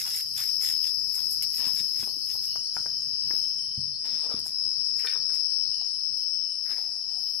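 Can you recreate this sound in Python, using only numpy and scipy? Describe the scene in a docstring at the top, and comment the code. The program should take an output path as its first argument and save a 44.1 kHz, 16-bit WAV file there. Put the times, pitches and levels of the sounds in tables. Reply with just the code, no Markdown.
"""A cicada drones near 5 kHz on the left over far insects: fast clicks ring its abdomen, crickets rub pulses.
Close by, steam hisses in spurts from damp firewood (shaped noise), sap pops, wood snaps and flames rumble.
Near 2.7 s the steady hiss falls away, and then the rumble sinks slowly.
A hand drags a furry animal body over dry leaves and sticks: grainy noise scrapes, crinkles and swishes,
low tones bump, and a set of short-lived tones makes the sticks clack."""
import sys
import numpy as np
from scipy import signal
from scipy.fft import rfft, irfft, next_fast_len
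from scipy.io import wavfile
from scipy.ndimage import uniform_filter1d, map_coordinates

SR = 44100
rng = np.random.default_rng(int(sys.argv[2]) if len(sys.argv) > 2 else 0)


def output_pcm(signal):
    """Save a mono or channel-first signal as 16-bit PCM at the path in sys.argv[1].

    Samples are clipped to [-1, 1] before scaling.
    """
    pcm = np.clip(np.atleast_2d(signal).T, -1, 1) * 32767
    wavfile.write(sys.argv[1], SR, np.round(pcm).astype(np.int16))


N = 326340


def amp(db):
    """Decibels to gain."""
    return 10 ** (np.asarray(db) / 20)


def unit(x):
    """Scale to rms 1 (rms is the average strength)."""
    return x / np.sqrt(np.mean(x ** 2) + 1e-20)


def clock(count=N):
    """Sample times in seconds."""
    return np.arange(count) / SR


def along(points, hz):
    """Read (Hz, value) points on a log frequency axis."""
    point_hz, values = np.transpose(points)
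    return np.interp(np.log(hz + 1), np.log(point_hz + 1), values)


def curves(rows):
    """Join the rows into one value per sample, for each column after the time."""
    s, *columns = np.transpose(rows)
    return [np.interp(clock(), s, column) for column in columns]


def wobble(rate):
    """A smooth random curve with rate random points a second."""
    coarse = clock()[::32]
    knots = rng.standard_normal(int(N * rate / SR) + 4)
    return np.interp(clock(), coarse, map_coordinates(knots, [coarse * rate]))


def swell(start, length, db, attack, release):
    """Gain that rises over attack s to start, holds for length s and dies at release dB a second."""
    t = clock() - start
    rise = np.exp(-np.minimum((np.minimum(t, 0) / attack) ** 2, 20))
    fall_db = np.minimum(abs(release) * np.maximum(t - length, 0), 100)
    return rise * amp(db - fall_db)


def filtered(x, response):
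    """Multiply the spectrum of x by a response that depends on frequency."""
    m = next_fast_len(N + 8192)
    return irfft(rfft(x, m) * response(np.fft.rfftfreq(m, 1 / SR)), m)[..., :N]


def pan(db):
    """Left and right gains for a level difference; positive leans left."""
    return amp([[db / 2], [-db / 2]])


def add(track, s, sound):
    """Mix a sound into a track at time s."""
    part = track[..., round(s * SR):][..., :sound.shape[-1]]
    part += sound[..., :part.shape[-1]]


def noise(spectrum, alike=0):
    """Coloured stereo noise of rms 1; alike is the share common to both sides."""
    white, alike = rng.standard_normal((3, N)), np.clip(alike, 0, 1)
    pair = np.sqrt(1 - alike) * white[:2] + np.sqrt(alike) * white[2]
    return unit(filtered(pair, lambda hz: amp(along(spectrum, hz))))


def whine(centre_hz, width_hz):
    """Stereo noise of rms 1 in one narrow resonance."""
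    def resonance(hz):
        return 1 / (1 + ((hz - centre_hz) / (width_hz / 2)) ** 4) ** .5
    return unit(filtered(rng.standard_normal((2, N)), resonance))


def grains(rate):
    """Sparse stereo impulses of uneven size, rms 1; rate is their average number a second."""
    size = rng.standard_normal((2, N)) * amp(0.85 * rng.standard_normal(N))
    return unit(size * (rng.random(N) < rate / SR))


def patchy(x):
    """Vary the colour of a sound at random in small patches of time and pitch."""
    z = signal.stft(x, nperseg=512)[2]
    field = uniform_filter1d(rng.standard_normal(z.shape[1:]), 3, 0)
    field = uniform_filter1d(field, 7, 1)
    depth_db = 3.5
    return signal.istft(z * unit(amp(depth_db * unit(field))), nperseg=512)[1][:, :N]


def crackling(spectrum, rate, share):
    """Coloured, patchy noise, a share of it in tiny clicks."""
    share = np.clip(share, 0, 1)
    clicks = unit(filtered(grains(rate), lambda hz: amp(along(spectrum, hz))))
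    return patchy(np.sqrt(share) * clicks + np.sqrt(1 - share) * noise(spectrum, alike=0.33))


def echoes(x):
    """The trees scatter a sound into a fading tail; the highest treble dies first."""
    # how long the forest rings: [pitch_hz, t60_s (time to fall 60 dB)]
    forest = [(150, 0.74), (1000, 0.41), (4000, 0.58), (12000, 0.22)]
    hz, t, z = signal.stft(rng.standard_normal((2, SR // 2)), SR, nperseg=256)
    decay = amp(-60 * t / along(forest, hz)[:, None])
    tail = signal.istft(z * decay, SR, nperseg=256)[1]
    return signal.fftconvolve(x[None], tail / np.linalg.norm(tail[0]), axes=1)[:, :N]


def night():
    """Still air is soft noise; far away a faint, wavering tone of narrow noise comes and goes."""
    # colour of the air: [pitch_hz, relative level_db]
    air = [(400, -4), (600, 12), (770, -0.5), (1100, 0), (1500, -2), (2500, 3.5), (4000, -31), (7300, 11.5),
           (9500, -22), (14000, -23)]
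    # the far tone: [start_s, hold_s, level_db, pitch_hz]
    hums = [(3.344, 0.25, -73, 773), (6.87, 0.43, -64.5, 760)]
    hum = sum(swell(s, hold, db, attack=0.15, release=92) * whine(hz, 62) for s, hold, db, hz in hums)
    still_air = amp(-74.0 + 1.5 * wobble(2.7)) * noise(air, alike=0.045)
    return still_air + amp(3 * wobble(11)) * hum


def calls():
    """Soft hoarse calls from the trees: a breathy whistle of narrow noise."""
    # [start_s, hold_s, level_db]
    far_calls = [(2.484, 0.11, -54.5), (3.23, 0.088, -63.5), (5.737, 0.12, -58.5), (6.446, 0.1, -61)]
    level = sum(swell(s, hold, db, attack=0.013, release=192) for s, hold, db in far_calls)
    return level * whine(2936, 185) * pan(2.6)


def chirps(pace, beat_s, hz, sweep_hz, width_hz, depth_db):
    """Rising chirps of rms 1, pace a second and uneven in strength; the beat is set to peak at beat_s."""
    turns = np.cumsum(pace * np.ones(N)) / SR
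    stroke = 2 * np.pi * (turns - np.interp(beat_s, clock(), turns))
    phase = 2 * np.pi * np.cumsum(hz + sweep_hz * np.sin(stroke)) / SR
    # slow noise on both parts of the tone makes it hoarse
    ring = (1 + whine(0, width_hz)) * np.cos(phase) + whine(0, width_hz) * np.sin(phase)
    return unit(amp(depth_db * np.cos(stroke) + wobble(9.3)) * ring)


def chirpers():
    """Three insects beat out chirps whose pitch glides up, each at its own pace."""
    # a quick, even chirper on the left: [time_s, level_db, pitch_hz, chirps_per_s]
    quick_rows = [(.3, -57, 4460, 8.87), (1.6, -50, 4540, 8.87), (2.24, -52, 4540, 8.87),
                  (3.3, -59, 4560, 8.5), (4.43, -54, 4600, 8.8), (5.1, -48.5, 4620, 8.8),
                  (6.6, -58, 4560, 8.8)]
    # a slower, hoarser one answers in bouts: [time_s, level_db]
    answer_rows = [(1.5, -64), (2.55, -49.5), (3.3, -74), (3.95, -48), (4.7, -72), (5.6, -53), (6.2, -66)]
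    # a katydid lisps high above them: [time_s, chirps_per_s]
    katydid_rows = [(3.6, 5.13), (4.0, 4.68), (5.3, 4.68), (5.7, 4.89)]
    level_db, hz, pace = curves(quick_rows)
    quick = chirps(pace, beat_s=1.56, hz=hz, sweep_hz=110, width_hz=120, depth_db=14)
    slow = chirps(7, beat_s=2.53, hz=4400, sweep_hz=70, width_hz=260, depth_db=12)
    high = chirps(*curves(katydid_rows), beat_s=2.64, hz=8624, sweep_hz=55, width_hz=210, depth_db=8)
    left_pair = amp(level_db) * quick + amp(curves(answer_rows)) * slow
    return left_pair * pan(12.5) + amp(-60) * high * pan(-1)


def crickets():
    """Each species rubs quick pulses, grouped in chirps, into its own narrow resonance."""
    # a thin, steady high tone near 6.3 kHz, heard until about 3.6 s: [start_s, hold_s, level_db]
    high_tone = (0, 3.55, -53.5)
    # [pitch_hz, width_hz, level_db, left_minus_right_db, chirps_per_s, chirp_depth_db, pulses_per_s]
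    insects = [(3078, 66, -66, 11.5, 4.4, 1.5, 92), (10690, 117, -61, -8.5, 4.2, 2.5, 260),
               (10270, 200, -67.5, -15, 1.01, -6.5, 70)]
    out = swell(*high_tone, attack=.05, release=43) * whine(6285, 54) * pan(3.9)
    for hz, width_hz, db, side_db, chirp_rate, depth_db, pulse_rate in insects:
        chirp_phase = 2 * np.pi * chirp_rate * clock() + 1.11 * wobble(1.733)
        chirp_gain = amp(depth_db * np.sin(chirp_phase) + 2.9 * wobble(3.3))
        pulses = 1 + 0.15 * np.sin(2 * np.pi * pulse_rate * clock() + wobble(17))
        out += amp(db) * unit(chirp_gain * pulses * whine(hz, width_hz)) * pan(side_db)
    return out


def tymbal(click_hz, body, scatter, fade_rate, swells=()):
    """Rapid clicks ring the abdomen; shifting paths through the trees make each harmonic fade on its own."""
    coarse = clock()[::32]
    orders = np.arange(55, 81)[:, None]  # the harmonics of the click rate that sound
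    middle = orders.mean()
    knots = rng.standard_normal((len(orders), 2, 128))
    drift = np.array([[map_coordinates(k, [coarse * fade_rate], mode="mirror") for k in pair]
                      for pair in knots])
    # the ribs buckle one after another, which draws each click out into a short falling sweep
    sweep = .36 * (orders - middle) ** 2
    fade = np.array([wobble(5)[::32] for order in orders])
    lag = np.array([wobble(1.2)[::32] for order in orders])
    direct = amp(3.3 * fade) * np.exp(1j * (sweep + lag))
    for s, hold, hz, lift_db in swells:
        shape = swell(s, hold, 0, attack=0.04, release=65)[::32]
        direct[np.argmin(abs(orders * click_hz - hz))] *= amp(lift_db * shape)
    scattered = scatter * (drift[:, 0] + 1j * drift[:, 1])
    # sum the harmonics as a slow envelope around the middle one, at 1/16 of the sample rate
    paths = signal.resample_poly(direct + scattered, 2, 1, axis=1)
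    slow_t = np.arange(paths.shape[1]) * 16 / SR
    beats = np.exp(2j * np.pi * (orders - middle) * click_hz * slow_t)
    envelope = (amp(along(body, orders * click_hz)) * paths * beats).sum(0)
    envelope = signal.resample_poly(envelope, 16, 1)[:N]
    return unit(np.real(envelope * np.exp(2j * np.pi * middle * click_hz * clock())))


def cicadas():
    """Two cicadas click over a blurred chorus of noise; the right side gets more scattered sound."""
    # clicks a second: [near_hz, farther_hz]
    click_rates = [77.02, 72.9]
    # the near one's resonant abdomen, then the farther one's: [pitch_hz, harmonic level_db]
    abdomen = [(4240, -34), (4540, -17), (4775, -12), (4850, -5.5), (5006, -1.5), (5083, -3), (5160, -.5),
               (5314, 2.5), (5468, -2.5), (5545, -7.5), (5622, -13), (5700, -21), (5860, -20), (6160, -36)]
    neighbour = [(4450, -24), (4800, -8), (4960, 0), (5035, 0), (5110, -2), (5200, -4), (5330, -3),
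                 (5420, -12), (5700, -34)]
    # colour of many more cicadas far off: [pitch_hz, relative level_db]
    chorus = [(2500, -77), (3500, -61.5), (4000, -11.5), (4400, -10.5), (4800, -2.5), (5050, 6), (5300, 9),
              (5480, 4), (5650, -10.5), (6100, -15.5), (6700, -64)]
    # one partial of the drone swells and stands out: [start_s, hold_s, pitch_hz, lift_db]
    partial_swells = [(.1, 1.55, 5006, 4), (.45, .8, 5237, 9), (.7, .55, 5314, 5), (1.6, .1, 5237, 9),
                      (1.68, .1, 5314, 4), (1.8, .5, 5160, 5), (3.3, .65, 5314, 5), (3.3, .2, 5391, 7),
                      (4.55, .3, 5160, 9), (5.12, .55, 5314, 8), (6.05, .35, 5314, 10)]
    # level of the song on the left, where the near one's effort is heard: [time_s, level_db]
    left_rows = [(0.3, -28.5), (0.5, -23.5), (1.45, -25), (1.68, -23), (1.98, -26.5), (2.9, -27.5),
                 (3.4, -24.5), (3.65, -29), (3.87, -26), (3.97, -31), (4.1, -25.5), (4.5, -27.5),
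                 (4.65, -24.5), (5.65, -23), (5.82, -26), (6.75, -26), (7.0, -29.5), (7.15, -26.5)]
    # level of the song on the quieter right: [time_s, level_db]
    right_rows = [(0, -36), (2.15, -38.5), (2.45, -35), (4.9, -36.5), (5.3, -38), (7.4, -38)]
    near_hz, far_hz = click_rates
    left = tymbal(near_hz, abdomen, scatter=.4, fade_rate=6, swells=partial_swells)
    right = tymbal(near_hz, abdomen, scatter=.9, fade_rate=4)
    second = np.array([tymbal(far_hz, neighbour, scatter=1.5, fade_rate=7) for side in range(2)])
    song = np.array([left, right]) + amp(-12) * second + amp(-6.3) * noise(chorus)
    # even out the loudness before the level curves shape it
    song /= np.sqrt(np.abs(uniform_filter1d(song ** 2, size=SR // 3)) + 1e-9)
    waver_db = .7 * wobble(8)
    return song * amp(np.array(curves(left_rows) + curves(right_rows)) + waver_db)


def fire():
    """Flames rumble; steam escapes from damp wood as a fine hiss with broader, crackling spurts."""
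    # colours of the fine hiss, the broad rush and the flames: [pitch_hz, relative level_db]
    hiss_colour = [(5000, -47), (7000, -10.5), (9000, -2), (10800, 3.5), (12500, 3), (14400, -1)]
    spurt_colour = [(300, -30), (480, -42), (700, -11), (1100, -12), (1500, 3), (2200, 7), (4000, 7.5),
                    (6500, 8), (9000, 4), (14400, -1)]
    rumble_colour = [(25, -29), (72, 3), (134, 3), (231, -3.5), (302, -15), (399, -22.5), (450, -46),
                     (990, -120)]
    # spurts of steam: [time_s, rush level_db, relative hiss level_db, width_s]
    steam_spurts = [(0.011, -38.5, -31.5, 0.017), (0.086, -40, -36, 0.026), (0.173, -38.5, -31, 0.027),
                    (0.394, -44, -38, 0.018), (.42, -42.5, -35.5, 0.043), (0.638, -41, -37, 0.016),
                    (0.68, -38.5, -34, 0.035), (0.862, -45, -40.5, 0.023), (1.176, -48.5, -39.5, 0.042),
                    (1.329, -71.5, -29.5, 0.019), (1.431, -43.5, -39, 0.0094), (1.567, -47, -34.5, 0.027),
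                    (1.68, -49.5, -37, 0.021), (1.789, -43.5, -38, 0.03), (2.011, -44.5, -43.5, 0.033),
                    (2.315, -49, -41.5, 0.024), (2.444, -53, -47, 0.02)]
    # the steady hiss and the murmur fall away: [from_s, to_s]
    drop_times = [2.54, 2.86]
    # the flames flare up: [start_s, hold_s]
    flare = (1.05, 0.3)
    dropped = np.interp(clock(), drop_times, [0, 1])
    steam_db, drop_db = -54, 33
    rush, fine = np.zeros(N), amp(steam_db - drop_db * dropped)
    for s, rush_db, hiss_db, width in steam_spurts:
        u = (clock()[:3 * SR] - s) / width
        jet = np.where(u < 0, np.exp(-u ** 2 / 2), 1 / (1 + (u / 2.01) ** 2) ** 2)  # opens fast, trails off
        add(rush, 0, amp(rush_db) * jet)
        add(fine, 0, amp(hiss_db - 10.5) * jet)
    hiss = fine * crackling(hiss_colour, rate=600, share=.5) * pan(-18.1)
    grit = amp(2.1 * wobble(130)) * crackling(spurt_colour, rate=500, share=.5)
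    spurts = rush * grit * pan(-5.0)
    # a faint wavering murmur of the flames
    murmur = amp(-78.5 + 3.2 * wobble(1.07)) * (whine(603, 72) + whine(1326, 106))
    flame_db = -61.5 - 1.7 * np.maximum(clock() - drop_times[1], 0)  # sinks 1.7 dB a second
    flare_db = 3 * swell(*flare, 0, attack=0.061, release=60)
    rumble = amp(flame_db + flare_db + 3.2 * wobble(15.0)) * noise(rumble_colour, alike=0.72)
    return hiss + spurts + (1 - dropped) * murmur + rumble


def sputters():
    """A wet spurt starts as sap boils at the mouth of a crack in a few coarse, low grains."""
    # [time_s, level_db]
    sputter_rows = [(0.062, -51.5), (0.392, -52.5), (1.17, -56.5), (1.64, -62)]
    # colour: [pitch_hz, relative level_db]
    sputter_colour = [(300, -36), (450, -24), (650, 1.5), (1000, 6), (1400, 5), (2500, -24)]
    level = sum(swell(s, 0.0049, db, attack=0.012, release=159) for s, db in sputter_rows)
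    return level * crackling(sputter_colour, rate=200, share=0.26) * pan(-1.5)


def pops():
    """A bursting pocket of sap is one short push that rings its log; ground and logs return it later."""
    # pops and cracks of wood: [time_s, relative level_db, pitch_hz]
    pop_rows = [(0.632, -41, 1920), (2.03, -35.5, 1090), (2.075, -36, 630), (2.354, -42, 740),
                (2.559, -31.5, 1080), (2.768, -25, 1150), (2.861, -31, 1160), (3.31, -30.5, 1250),
                (3.339, -39.5, 426), (4.464, -43.5, 1040), (6.785, -44.5, 1100)]
    out, t = np.zeros((2, N)), clock(count=SR // 16)
    for s, db, hz in pop_rows:
        u = np.pi * hz * (t - .002)
        push = (1 - 1.62 * u ** 2) * np.exp(-u ** 2)
        modes = np.sin(2 * np.pi * 0.64 * hz * t) + np.sin(2 * np.pi * 1.7 * hz * t)
        ring = amp(-26.0 - 60 * t / 0.038) * modes
        paths = 0.024 * rng.standard_normal((2, len(t))) * amp(-60 * t / 0.19)
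        paths[:, 0] = 1  # the direct sound
        add(out, s - .002, amp(db) * signal.fftconvolve(paths, (push + ring)[None], axes=1))
    return patchy(out * pan(15.1) + amp(-8.5) * echoes(out.mean(0)))


def snaps():
    """Fibres part with a tiny bright tick of noise, each in its own band."""
    # [time_s, relative level_db, brightest_hz]
    snap_rows = [(1.151, -29, 9600), (1.4243, -22.5, 11800), (1.67, -32, 10000), (4.3925, -38, 10000),
                 (4.467, -34, 9600), (4.992, -41, 8150), (5.348, -36.5, 8400)]
    out, t = np.zeros(N), clock(count=SR // 16)
    for s, db, bright_hz in snap_rows:
        band = amp(-25 * np.log2((np.fft.rfftfreq(len(t), 1 / SR) + 1) / bright_hz) ** 2)
        tick = unit(irfft(rfft(rng.standard_normal(len(t))) * band, len(t)))
        add(out, s, amp(db - 13 - 60 * t / 0.082) * tick)
    return out * pan(-22.5)


def sizzle():
    """Fine grains at the very top of the treble swell and ebb in a thin sizzle."""
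    # [start_s, hold_s, level_db]
    sizzle_rows = [(2.848, 0.25, -60), (3.326, 0.06, -53), (6.697, 0.068, -56.5), (7.254, 0.2, -56)]
    # colour: [pitch_hz, relative level_db]
    sizzle_colour = [(9000, -49), (11000, 4), (12200, 2), (14300, -3.5)]
    level = sum(swell(s, hold, db, attack=0.071, release=72) for s, hold, db in sizzle_rows)
    return level * crackling(sizzle_colour, rate=900, share=0.3) * pan(-7)


def knocks():
    """Soft bumps are a few low cycles; sticks clatter briefly, brighter for a harder contact."""
    # dull bumps of wood and ground: [time_s, relative level_db, pitch_hz, t60_s]
    bumps = [(1.669, -31.5, 208, 0.024), (1.804, -37, 189, 0.043), (2.028, -37, 207, 0.044),
             (2.164, -42, 283, 0.042), (3.777, -29, 127, 0.088), (4.343, -19.5, 248, 0.016),
             (5.813, -37.5, 760, 0.024), (6.715, -40, 500, 0.024)]
    # sticks knock together: [time_s, relative level_db, brightest_hz, hollow low ring level_db]
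    clacks = [(5.044, -31.5, 1520, -38), (5.068, -20, 2860, -58), (5.123, -37.5, 1800, -52),
              (5.151, -33.5, 930, -41.5), (5.295, -44.5, 1370, -49), (6.713, -42, 2600, -52)]
    # the tones a stick rings with: [pitch_hz, relative level_db, t60_s]
    stick = [(925, 1, 0.064), (1217, -1.5, 0.12), (1530, 3.5, 0.091), (1810, 0.5, 0.11), (2353, -2, 0.079),
             (3090, -7, 0.044), (3650, 0.5, 0.08), (4260, 8.5, 0.032)]
    hollow_hz, hollow_t60_s = 455, 0.067  # the low ring of the thickest stick
    out, t = np.zeros(N), clock(count=SR // 3)
    for s, db, hz, t60 in bumps:
        body = np.sin(2 * np.pi * hz * t)
        body += .5 * np.sin(2 * np.pi * 0.75 * hz * t)
        body += 0.45 * np.sin(2 * np.pi * 1.46 * hz * t)
        add(out, s, amp(db + 5.5 - 60 * t / t60) * body * (1 - np.exp(-t / 0.007)))
    for s, db, bright_hz, hollow_db in clacks:
        hollow = np.sin(2 * np.pi * hollow_hz * t) * (1 - np.exp(-t / 0.0059))
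        add(out, s, amp(hollow_db - 60 * t / hollow_t60_s) * hollow)
        for hz, level, t60 in stick:
            chatter = np.cumsum(.075 * rng.standard_normal(len(t)))  # loose contact blurs each tone
            ring = np.sin(2 * np.pi * hz * t + chatter) * (1 - np.exp(-t / 0.0021))
            dulling_db = 15.6 * np.log2(hz / bright_hz) ** 2
            add(out, s, amp(db - 9 + level - dulling_db - 60 * t / t60) * ring)
    return out * pan(1.7) + amp(-7.5) * echoes(out)


def gliding(start, length, from_hz, to_hz, width_hz):
    """Half a second of stereo band noise of rms 1 whose centre slides; it begins .1 s before start."""
    t = clock(count=SR // 2) - .1
    low = signal.butter(3, min(abs(width_hz) / 2, SR / 4), fs=SR, output="sos")
    a, b = signal.sosfilt(low, rng.standard_normal((2, 2, len(t))))
    phase = 2 * np.pi * np.cumsum(np.interp(t, [0, length], [from_hz, to_hz])) / SR
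    out = np.zeros((2, N))
    add(out, start + t[0], unit(a * np.cos(phase) + b * np.sin(phase)))
    return out


def swishes():
    """Fur and cloth slide past lightly: a band of noise moves with their speed and catches unevenly."""
    # [start_s, hold_s, level_db, from_hz, to_hz, width_hz]
    swish_rows = [(4.993, 0.14, -50.5, 2296, 2655, 1250), (6.665, 0.093, -53.5, 1730, 1950, 810),
                  (6.791, 0.18, -68, 2300, 2020, 1200)]
    out = np.zeros((2, N))
    for s, hold, db, from_hz, to_hz, width_hz in swish_rows:
        level = swell(s, hold, db, attack=0.0081, release=292)
        out += level * gliding(s, hold, from_hz, to_hz, width_hz)
    return out * amp(2.3 * wobble(90)) * pan(0.88)


def rustle():
    """Each stroke makes a grainy scrape, duller under weight, and dry leaves crinkle above it."""
    # strokes over wood, leaves and fur: [start_s, hold_s, dull scrape level_db, crisp crinkle level_db]
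    strokes = [(1.604, 0.049, -44.5, -53), (2.754, 0.022, -55.5, -50), (3.283, 0.13, -59.5, -74),
               (3.596, 0.5, -75, -75), (4.066, 0.3, -51, -63), (4.461, 0.016, -59.5, -47),
               (4.982, 0.11, -60.5, -50.5), (5.304, 0.063, -57.5, -83), (5.35, 0.03, -71, -55),
               (6.175, 0.015, -73, -53), (6.713, 0.042, -49.5, -67), (6.83, 0.37, -70, -70.5)]
    # the body's weight slides on the ground: [start_s, hold_s, level_db]
    weight_slide = (4.25, 0.094, -50)
    # colours of the scrape and of the dry leaves: [pitch_hz, relative level_db]
    scrape_colour = [(100, -37), (250, 2), (330, -10.5), (500, -6.5), (1000, -6.5), (1700, -8), (2500, -8),
                     (4000, -4), (7000, -15.5), (14000, -25)]
    crisp_colour = [(3000, -20), (6500, 0), (9000, -1), (11800, 0), (14400, -4)]
    slide_colour = [(200, -28), (480, 5.5), (1300, -5.0), (2500, -47), (5000, -51)]
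    attack_s, release_db_per_s = 0.019, 189
    rub, stir = np.zeros(N), np.zeros(N)
    for s, hold, scrape_db, crinkle_db in strokes:
        # a long stroke starts more gently
        stroke = swell(s, hold, 0, attack_s + 0.028 * hold, release_db_per_s)
        rub += amp(scrape_db) * stroke
        stir += amp(crinkle_db) * stroke
    weight = swell(*weight_slide, attack_s, release_db_per_s)
    scrape = rub * crackling(scrape_colour, rate=410, share=0.19) * pan(4.0)
    slide = weight * crackling(slide_colour, rate=230, share=0.28) * pan(3.2)
    leaves = stir * crackling(crisp_colour, rate=310, share=0.42) * pan(-7.0)
    catch_and_slip = amp(2 * wobble(45))
    return catch_and_slip * (scrape + slide + leaves)


def scene():
    """Insects all round, the fire and the handling close by."""
    insects = chirpers() + crickets() + cicadas()
    burning = fire() + sputters() + pops() + snaps()
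    handling = knocks() + swishes() + rustle()
    return night() + calls() + insects + burning + sizzle() + handling


def record(dry):
    """Keep nothing at or above the band limit of 14300 Hz."""
    return filtered(dry, lambda hz: hz < 14300)


dry = scene()
out = record(dry)
output_pcm(out)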